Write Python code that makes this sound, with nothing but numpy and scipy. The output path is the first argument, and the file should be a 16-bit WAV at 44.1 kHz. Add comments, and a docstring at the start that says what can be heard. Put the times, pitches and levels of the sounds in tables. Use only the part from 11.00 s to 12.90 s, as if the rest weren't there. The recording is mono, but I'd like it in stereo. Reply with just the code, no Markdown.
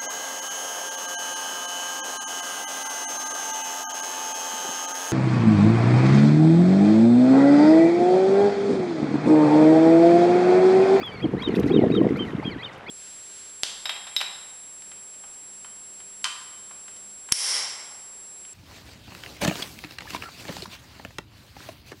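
"""A young waterbird peeps at once: its calls glide up, flip into higher registers and drop back.
Each note is a few sine partials on a drawn pitch, with a faint echo from the far shore of the lake.
Gusts thump the two microphone ports: filtered noise and short low wobbles over a deep rumble.
Nearby wavelets tick, plop and fizz as noise bursts and decaying sines.
Behind them lies a distant hush of water and air, made of smooth filtered noise."""
import sys
import numpy as np
from scipy import signal
from scipy.fft import rfft, irfft
from scipy.io import wavfile
from scipy.ndimage import uniform_filter1d

SR = 44100
rng = np.random.default_rng(int(sys.argv[2]) if len(sys.argv) > 2 else 0)


def bounce(signal):
    """Save signal as a 16-bit WAV file at the path given by the first command-line argument."""
    frames = np.transpose(np.atleast_2d(signal))
    limited = np.clip(frames, -1, 1)
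    pcm = np.round(limited * 32767).astype(np.int16)
    wavfile.write(sys.argv[1], SR, pcm)


def gain_from_db(level_db):
    """Turn a decibel level (scalar or array-like) into a linear amplitude factor."""
    decades = np.asarray(level_db, float) / 20
    return 10 ** decades


N = 83790  # samples, 1.9 s

# Distant hush, tone of the common part: freq_hz, relative_db
HUSH_TONE = [(18, -54.5), (30, -19), (148, -4.5), (369, -5.5), (410, -3.5), (970, -5), (1050, -7),
             (1550, -10), (2020, -12), (9680, -42), (15500, -58)]
# Hush, left-right part against the common part: freq_hz, relative_db
HUSH_SIDE_TONE = [(60, -46.5), (110, -45), (200, -34.5), (380, -66), (700, -83), (1290, -23.5), (2380, -11),
                  (4400, -3.5), (8120, 1), (15000, 11)]
# Slow swell of the hush, also steering the scattered droplets: time_s, relative_db
SWELL_CURVE = [(0, 3), (.25, 2), (.33, 1.5), (.45, 4.5), (.6, 5.5), (.8, 4), (1.0, 4), (1.2, 4.5), (1.4, 3),
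               (1.7, 2), (1.9, 1.5)]
# Treble tone shared by hush, fizz and water: freq_hz, gain_db
TREBLE_TONE = [(9000, 0), (12000, 4), (15000, -10.5), (16000, -30)]

# Soft fizz after wavelets break: peak_s, level_db, half_width_s (to 1/e)
FIZZ_PATCHES = [(.428, -59, 0.013), (.575, -60.5, 0.035), (.68, -58, 0.024), (.95, -61, .015),
                (1.17, -65.5, 0.013), (1.28, -66.5, 0.043)]
# Tone of the fizz: freq_hz, relative_db
FIZZ_TONE = [(2500, -20.5), (4500, 3), (14000, -16.5)]

# Water ticks close by, before the treble tone: start_s, level_db, centre_hz, rise_s (at least 0.0003)
WATER_TICKS = [(0.052, -62.5, 12000, 0.00086), (.058, -58, 12000, .0015), (.387, -67, 9000, 0.0011),
               (0.422, -57, 4940, 0.0012), (0.422, -56.5, 5550, .003), (0.484, -51, 4900, 0.0024),
               (0.54, -59, 6500, .001), (0.5522, -34.5, 2870, 0.00092), (.5525, -52, 10000, 0.0013),
               (0.557, -38.5, 3740, 0.0034), (0.561, -55.5, 9800, 0.0035), (.597, -39.5, 4700, 0.001),
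               (0.596, -51, 12900, 0.0017), (0.601, -41.5, 10500, 0.00045), (0.628, -44, 2800, 0.0058),
               (.658, -60, 10000, .002), (0.673, -47.5, 4460, 0.0037), (0.949, -40, 2940, 0.0027),
               (1.089, -55.5, 4940, .003), (1.167, -53, 4700, 0.0035), (1.169, -62, 11000, .003),
               (1.635, -66, 6400, .002), (1.727, -56.5, 5500, 0.0056), (1.747, -62, 5560, .004),
               (1.777, -64, 10000, 0.0022)]
# Small bubbles, before the treble tone: start_s, peak_db, start_pitch_hz
BUBBLES = [(0.03, -30.5, 1223), (.204, -36, 1900), (0.427, -32, 992), (.544, -30, 1950),
           (.565, -30.5, 2560), (.811, -31.5, 2090), (0.95, -27.5, 1295), (1.014, -31, 1020),
           (1.089, -30, 1990), (1.159, -31, 1330), (1.191, -34, 1160), (1.4, -33, 2030),
           (1.428, -30.5, 850),]

# Strength of the gust, before its trim: time_s, relative_db
GUST_CURVE = [(0.0, -35), (0.074, -44.5), (0.21, -39), (0.248, -14), (0.312, -38), (0.332, -18),
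              (0.444, -38.5), (0.486, -20), (0.55, -30.5), (0.592, -9), (0.618, -26.5), (0.788, -11.5),
              (0.888, -19), (0.904, -23.5), (0.984, -13), (1.01, -15.5), (1.316, -34.5), (1.344, -33.5),
              (1.406, -44), (1.422, -39), (1.48, -28), (1.528, -34), (1.57, -37), (1.608, -52),
              (1.852, -68), (1.9, -34.5)]
# Tone of the gust: freq_hz, relative_db
GUST_TONE = [(25, -53), (60, -41), (120, -6), (200, -2), (400, -5.5), (490, -4.5), (540, -31.5),
             (800, -38.5), (2500, -66), (6000, -98)]
# Wind, filter on the left-right part: freq_hz, gain_db
WIND_SIDE_TONE = [(60, -50), (125, -37.5), (250, -21.5), (500, -13), (1000, -3), (2500, 15)]
# Rough upper band of the gust, before its trim: time_s, relative_db
RASP_CURVE = [(0.0, -66), (0.226, -50), (0.254, -26.5), (0.284, -72.5), (0.332, -34.5), (0.46, -68),
              (0.492, -28.5), (0.528, -70), (0.598, -31.5), (0.618, -46), (0.718, -28.5), (0.74, -55),
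              (0.82, -22.5), (0.952, -47.5), (1.062, -24), (1.11, -52), (1.18, -35.5), (1.2, -66.5),
              (1.418, -62.5), (1.434, -42), (1.46, -64), (1.9, -68.5)]
# Tone of that band: freq_hz, relative_db
RASP_TONE = [(400, -14.5), (500, 3), (700, 0), (900, -12), (1300, -29.5), (2500, -53.5), (6000, -88.5)]
# Deep rumble, before its trim: time_s, relative_db
RUMBLE_CURVE = [(0.0, -49.5), (0.508, -41.5), (0.544, -57), (0.612, -35), (0.824, -48.5), (0.866, -42),
                (1.518, -45), (1.56, -39), (1.598, -53.5), (1.9, -66.5)]
# Tone of the rumble: freq_hz, relative_db
RUMBLE_TONE = [(20, -37), (40, -12), (60, -1), (90, 5), (130, 6), (200, 1), (300, -48), (2000, -87)]
# Strongest thumps, before the thump tone: peak_s, peak_db, centre_hz, width_s (at half height)
PORT_THUMPS = [(0.0053, -23.5, 260, 0.0041), (0.1449, -28, 395, 0.0029), (0.244, -11, 340, 0.0034),
               (0.2559, -12.5, 305, 0.012), (0.293, -22.5, 260, 0.0078), (0.3381, -12, 420, 0.003),
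               (0.3702, -18, 295, 0.0021), (0.42, -28, 238, 0.0072), (0.48, -17, 344, 0.0055),
               (0.4943, -13, 374, 0.006), (0.5243, -17, 248, 0.0048), (0.541, -12.5, 324, 0.0026),
               (0.5718, -12, 381, 0.0031), (0.5935, -9, 352, 0.0031), (0.61, -21, 330, 0.005),
               (0.6434, -11, 302.0, 0.0032), (0.6582, -23, 289, 0.027), (0.6652, -10.5, 312, 0.0044),
               (0.6961, -20, 272, 0.013), (0.7144, -9.5, 364, 0.0088), (0.731, -25, 280, 0.0042),
               (0.7427, -9.5, 390, 0.0052), (0.7647, -7, 381, 0.0035), (0.7831, -14.5, 291, 0.0055),
               (0.7932, -6.5, 401, 0.0049), (0.8235, -8, 370, 0.0026), (0.8366, -5.5, 289, 0.0014),
               (0.871, -18.5, 287, 0.0031), (0.9037, -7, 346, 0.0028), (0.9152, -10.5, 248, 0.0041),
               (0.9416, -10.5, 390, 0.0046), (1.0036, -17.5, 322, 0.012), (1.0157, -7.5, 277, 0.0052),
               (1.036, -13.5, 285, 0.0047), (1.0557, -9.5, 296, 0.0014), (1.0688, -4, 338, 0.0021),
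               (1.109, -8, 342, 0.0029), (1.125, -14, 289, 0.0057), (1.1427, -16, 228.0, 0.0044),
               (1.1881, -26.5, 217, 0.0094), (1.2084, -15, 289, 0.002), (1.215, -25.5, 342, 0.0099),
               (1.255, -23, 226, 0.0039), (1.279, -30, 211.0, 0.0058), (1.302, -29, 300, 0.005),
               (1.3359, -19, 370, 0.0038), (1.3522, -17.5, 183, 0.0059), (1.3874, -22, 279, 0.0082),
               (1.398, -17.5, 313, 0.0028), (1.4573, -17.5, 244, 0.0031), (1.4801, -17, 243, 0.0052),
               (1.5646, -23.5, 291, 0.0032), (1.5743, -30.5, 211, 0.0052)]
# Sharp upper edges of the hardest thumps, before trim and thump tone: start_s, peak_db, centre_hz
THUMP_SLAPS = [(0.248, -29.5, 713), (0.333, -28.5, 832), (0.489, -30.5, 670), (0.702, -21, 773),
               (0.79, -19.5, 643), (0.856, -19.5, 657), (0.901, -18.5, 638), (1.014, -14.5, 600),
               (1.171, -30, 654)]
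# Tone of thumps and slaps: freq_hz, gain_db
THUMP_TONE = [(30, -31.5), (70, -10), (130, 2.5), (490, -0.5), (560, -8.5), (900, -0.5), (1500, -31),
              (5000, -79)]

# Bird notes by register, a list of points per note: time_s, pitch_hz, level_db (before the partials)
LOW_CALLS = [
    [(0.0, 2050, -47), (0.008, 2204, -50), (0.024, 2420, -43), (0.03, 2580, -41)],
    [(0.253, 2274, -60), (0.257, 2220, -44.5), (0.264, 1888, -55)],
    [(0.368, 1561, -56), (0.382, 1880, -45.5), (0.398, 2105, -45.5), (0.42, 2435, -44)],
    [(0.503, 2142, -51), (0.509, 2136, -47.5), (0.531, 1979, -56), (0.548, 1767, -58), (0.568, 1404, -45)],
    [(0.678, 1921, -45.5), (0.698, 2133, -47), (0.712, 2406, -44), (0.718, 2580, -41)],
    [(0.795, 2222, -47), (0.813, 2061, -49.5), (0.833, 1910, -48.5), (0.855, 1750, -56)],
    [(0.902, 2020, -47), (0.908, 2204, -51.5), (0.914, 2364, -49), (0.921, 2630, -40.5)],
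    [(0.998, 2230, -61), (1.02, 1870, -54), (1.035, 1895, -50), (1.05, 1870, -55)],
    [(1.155, 1970, -48), (1.161, 2047, -47), (1.19, 2565, -48.5)],
    [(1.253, 2323, -57), (1.283, 1947, -48.5), (1.305, 1880, -51.5), (1.312, 1819, -54)],
    [(1.432, 2055, -54), (1.44, 2270, -52), (1.451, 2510, -42)],
    [(1.678, 2530, -56), (1.684, 2230, -51), (1.694, 2060, -51), (1.702, 1880, -45)],
    [(1.856, 1681, -60), (1.866, 2030, -44), (1.88, 2360, -47), (1.887, 2550, -35.5)],
]
# Low notes that link two calls: time_s, pitch_hz, level_db
LINKING_CALLS = [
    [(0.113, 2376, -57), (0.119, 2288, -49), (0.149, 2280, -51), (0.181, 2122, -50), (0.199, 2147, -52.5),
     (0.221, 2486, -49), (0.226, 2580, -44)],
    [(1.502, 2410, -47.5), (1.542, 1874, -47), (1.556, 1503, -51), (1.572, 1550, -59), (1.588, 1902, -49),
     (1.61, 2007, -45), (1.62, 2323, -47.5), (1.629, 2570, -39)],
]
# Middle register: time_s, pitch_hz, level_db
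MID_CALLS = [
    [(0.031, 3350, -38), (0.043, 3440, -38), (0.081, 3200, -38), (0.113, 2990, -51)],
    [(0.226, 3220, -40.5), (0.234, 3285, -37.5), (0.244, 3230, -37), (0.253, 2940, -47)],
    [(0.42, 3220, -38.5), (0.426, 3320, -31.5), (0.431, 3400, -56)],
    [(0.472, 3133, -36), (0.478, 3100, -35), (0.49, 2955, -43.5), (0.5, 2760, -52)],
    [(0.718, 3280, -38), (0.724, 3290, -37.5), (0.731, 3430, -52.5)],
    [(0.767, 3139, -41), (0.773, 3170, -35), (0.781, 2940, -44.5), (0.795, 2890, -45)],
    [(0.973, 3260, -37), (0.979, 3134, -34), (0.989, 3055, -45), (0.997, 2970, -45)],
    [(1.191, 3090, -39), (1.203, 3166, -33.5), (1.236, 3050, -38.5), (1.255, 2860, -52)],
    [(1.451, 3230, -39), (1.457, 3293, -37.5), (1.481, 3212, -35.5), (1.502, 2980, -44.5)],
    [(1.629, 3220, -41), (1.635, 3250, -33), (1.642, 3440, -53)],
    [(1.659, 3120, -33), (1.667, 3020, -39), (1.678, 2840, -47)],
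    [(1.887, 3430, -39), (1.891, 3300, -43.5), (1.9, 3350, -32)],
]
# High register: time_s, pitch_hz, level_db
HIGH_CALLS = [
    [(0.431, 3815, -37.5), (0.441, 3820, -32), (0.461, 3700, -31), (0.472, 3520, -38)],
    [(0.731, 3740, -40.5), (0.737, 3786, -36), (0.757, 3679, -34.5), (0.767, 3610, -38)],
    [(0.922, 3740, -36), (0.936, 3844, -41), (0.964, 3700, -35), (0.973, 3510, -36.5)],
    [(1.642, 3710, -36), (1.65, 3630, -31), (1.659, 3540, -40)],
]
# Sine partials of each register: multiple of the pitch, relative_db
LOW_SINES = [(1, 4.5), (2, -7.5), (3, -44)]
MID_SINES = [(1, 2), (1.5, -23.5), (2, -33)]
HIGH_SINES = [(1, -1.5), (2, -48)]
# Extra strength of the overtones, one value per note: gain_db
LOW_BRIGHTNESS = [4.5, -4, -1.5, -4, -1, -5, 1, -5, -2, -5, 0, -4.5, -3, -1, -2]
MID_BRIGHTNESS = [7, -6, -2, -8, -2, -6, -6, -8, -5, -2, -2, -2]
# Throat resonance, on the overtones alone: freq_hz, gain_db
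THROAT_TONE = [(3400, -14.5), (3900, 4), (4300, 5.5), (4700, 0), (5050, -11), (7000, -5)]


def curve(table, col=1):
    """A table column as one value per sample."""
    a = np.array(table, float)
    return np.interp(np.arange(N) / SR, a[:, 0], a[:, col])


def colour(x, *tables):
    """Filter by the sum of tables in Hz and dB, joined on a log frequency scale."""
    log_hz = np.log(np.fft.rfftfreq(N, 1 / SR) + 1)
    db = 0
    for table in tables:
        hz, gain_db = np.array(table).T
        db = db + np.interp(log_hz, np.log(hz), gain_db)
    return irfft(rfft(x) * gain_from_db(db), N)


def unit(x):
    """Scale to rms 1."""
    return x / np.sqrt(np.mean(x ** 2))


def walk(rate):
    """Smoothed noise of rms 1; a higher rate in Hz wanders faster."""
    k = int(SR / rate)
    smooth = uniform_filter1d(rng.standard_normal(N), k)
    return unit(uniform_filter1d(smooth, k))


def add(out, s, x):
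    """Mix x in from time s."""
    i = int(s * SR)
    out[..., i:i + x.shape[-1]] += x[..., :max(N - i, 0)]


def spread(mid, side):
    """Left and right from the common and the left-right part."""
    return np.array([mid + side, mid - side])


def layer(table, tone, db, grit=1):
    """Coloured noise that follows a level curve, roughened by grit; its rms is the curve's plus db."""
    gain = gain_from_db(curve(table))
    noise = unit(colour(gain * grit * rng.standard_normal(N), tone))
    return gain_from_db(db) * np.sqrt(np.mean(gain ** 2)) * noise


def grain(hz, cycles, glide):
    """A decaying sine with a soft start, peak 1 at a third of its cycles; glide raises the pitch."""
    u = np.arange(int(3 * cycles / hz * SR)) * hz / SR / cycles
    shape = u * np.exp(1 - 3 * u) * 3
    return shape * np.sin(2 * np.pi * cycles * (u + glide * u ** 2 / 2))


def tick(hz, length):
    """A burst of noise around hz that peaks after length seconds and dies away, partly differing by side."""
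    u = np.arange(1024) / SR / max(length, 3e-4)
    octaves = np.log2((np.fft.rfftfreq(1024, 1 / SR) + 1) / hz)
    band = np.exp(-.5 * (octaves / 0.42) ** 2)
    noise = irfft(rfft(rng.standard_normal((2, 1024))) * band) / np.sqrt(np.mean(band ** 2))
    mid, side = noise * u * np.exp(1 - u)
    return spread(mid, .6 * side)


def hush():
    """Distant water and air: smooth noise with a slow swell and a slight flicker."""
    flicker_db = .8 * walk(42)
    mid, side = rng.standard_normal((2, N)) * gain_from_db(curve(SWELL_CURVE) + flicker_db)
    norm = np.std(colour(rng.standard_normal(N), HUSH_TONE))
    mid = colour(mid, HUSH_TONE, TREBLE_TONE)
    side = colour(side, HUSH_TONE, HUSH_SIDE_TONE)
    return gain_from_db(-45.5) / norm * spread(mid, side)


def fizz():
    """Grainy treble noise that rises and fades in bell-shaped patches."""
    t = np.arange(N) / SR
    patches = sum(gain_from_db(db) * np.exp(-((t - s) / width) ** 2) for s, db, width in FIZZ_PATCHES)
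    mid, side = (unit(colour(rng.standard_normal(N), FIZZ_TONE, TREBLE_TONE)) for _ in range(2))
    return patches * gain_from_db(2 * walk(200)) * spread(mid, .6 * side)


def water():
    """Wavelets close by: noise ticks, ringing bubbles, and faint laps and spray that follow the swell."""
    laps_per_s, lap_db = 300, -54
    spray_per_s, spray_db = 240, -82.5
    size_spread_db = 3
    out, swell_db = np.zeros((2, N)), 2.26 * curve(SWELL_CURVE)
    for s, db, hz, length in WATER_TICKS:
        add(out, s, gain_from_db(db) * tick(hz, length))
    for s, db, hz in BUBBLES:
        add(out, s, gain_from_db(db) * grain(hz, cycles=8.9, glide=0.027)[None])
    # chance size: many weak drops, few strong ones
    for when, pitch, size, pan in rng.random((int(laps_per_s * N / SR), 4)):
        db = lap_db + swell_db[int(when * N)] - size_spread_db * np.log(1 - .97 * size)
        lap = gain_from_db(db) * grain(900 * 3.5 ** pitch, cycles=4.3, glide=0.18)
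        add(out, when * N / SR, spread(lap, .4 * (pan - .5) * lap))
    for when, pitch, size in rng.random((int(spray_per_s * N / SR), 3)):
        db = spray_db + swell_db[int(when * N)] - size_spread_db * np.log(1 - .97 * size)
        add(out, when * N / SR, gain_from_db(db) * tick(3500 * 2.5 ** pitch, 0.0023))
    return colour(out, TREBLE_TONE)


def buffets():
    """Eddies of uneven size: chance hits smeared over 300 samples into a rough gain of rms 1."""
    hits_per_s, size_spread_db = 470, 3.5
    hit = (rng.random(N) < hits_per_s / SR) * gain_from_db(size_spread_db * rng.exponential(size=N))
    return unit(np.abs(uniform_filter1d(hit, size=300)) ** .5)


def port_thumps():
    """The biggest eddies: bell-shaped low wobbles with a chance phase at each port, and sharp slaps."""
    thumps, u = np.zeros((2, N)), np.arange(-900, 900) / SR
    for s, db, hz, width in PORT_THUMPS:
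        bell = gain_from_db(db) * np.exp(-4 * np.log(2) * (u / width) ** 2)
        wobble = np.sin(2 * np.pi * (hz * u + rng.random((2, 1))))
        rough = gain_from_db(-15.5) * rng.standard_normal((2, len(u)))
        # a bell that would start before time 0 is shifted to start there
        add(thumps, max(s + u[0], 0), bell * (wobble + rough))
    for s, db, hz in THUMP_SLAPS:
        add(thumps, s, gain_from_db(db - 1.5) * grain(hz, cycles=5.2, glide=0)[None])
    return colour(thumps, THUMP_TONE)


def wind():
    """Gust noise and thumps at the two microphone ports over a deep rumble common to both."""
    hit = buffets()
    pair = np.array([layer(GUST_CURVE, GUST_TONE, -5, hit) + layer(RASP_CURVE, RASP_TONE, -2.5, hit)
                     for _ in range(2)])
    mid, other = pair + port_thumps()
    rumble = layer(RUMBLE_CURVE, RUMBLE_TONE, 4.5)
    return spread(mid + rumble, colour(other, WIND_SIDE_TONE))


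def peep(note, partials, bright_db, waver, shaky_db):
    """One note: sine partials on a gliding pitch, the overtones shaped by the throat."""
    t, edge_s = np.arange(N) / SR, 0.0062
    gate = np.clip(np.minimum(t - note[0][0], note[-1][0] - t) / edge_s + .5, 0, 1)
    hz = uniform_filter1d(curve(note), size=90) * waver
    phase = 2 * np.pi * np.cumsum(hz) / SR
    tone = np.zeros(N)
    for k, db in partials:
        if k > 1:
            db = db + np.interp(k * hz, *np.array(THROAT_TONE).T) + shaky_db + bright_db
        tone += gain_from_db(db) * np.sin(k * phase)
    return gate * gain_from_db(curve(note, col=2)) * np.sqrt(2) * tone


def far_shore():
    """Impulse response of the lake: a decaying noise tail plus a smeared return from the shore."""
    t60_s, tail_db = .45, -22
    delay_s, smear_s, shore_db = .085, 0.033, -22.5
    t = np.arange(SR // 2) / SR
    tail = rng.standard_normal((1, len(t))) * gain_from_db(-60 * t / t60_s)
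    tail *= gain_from_db(tail_db) / np.sqrt(np.sum(tail ** 2))
    shore = rng.standard_normal(tail.shape) * np.exp(-((t - delay_s) / smear_s) ** 2)
    return tail + gain_from_db(shore_db) * shore / np.sqrt(np.sum(shore ** 2))


def chick():
    """The bird's three registers with shared waver and flutter, slightly off centre, and their echo."""
    waver, flutter = 1 + .003 * walk(170), gain_from_db(1 * walk(120))
    shaky_db = 3 * walk(90)
    registers = ((LOW_CALLS + LINKING_CALLS, LOW_SINES, LOW_BRIGHTNESS),
                 (MID_CALLS, MID_SINES, MID_BRIGHTNESS),
                 (HIGH_CALLS, HIGH_SINES, np.zeros(len(HIGH_CALLS))))
    voice = np.zeros(N)
    for notes, partials, brightness in registers:
        for note, bright_db in zip(notes, brightness):
            voice += peep(note, partials, bright_db, waver, shaky_db)
    voice *= flutter
    direct = spread(voice, gain_from_db(-22.5) * np.roll(voice, 3))
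    echo = signal.fftconvolve(voice[None], far_shore(), axes=1)[:, :N]  # the same on both sides
    return direct + echo


def scene():
    """Hush, fizz, water, wind and bird together."""
    return hush() + fizz() + water() + wind() + chick()


def low_pass(x):
    """Removes everything above the highest recorded frequency."""
    return signal.sosfilt(signal.butter(12, 15700, fs=SR, output="sos"), x)


def record(dry):
    """The finished stereo mix, with no further level change."""
    return low_pass(dry)


dry = scene()
out = record(dry)
bounce(out)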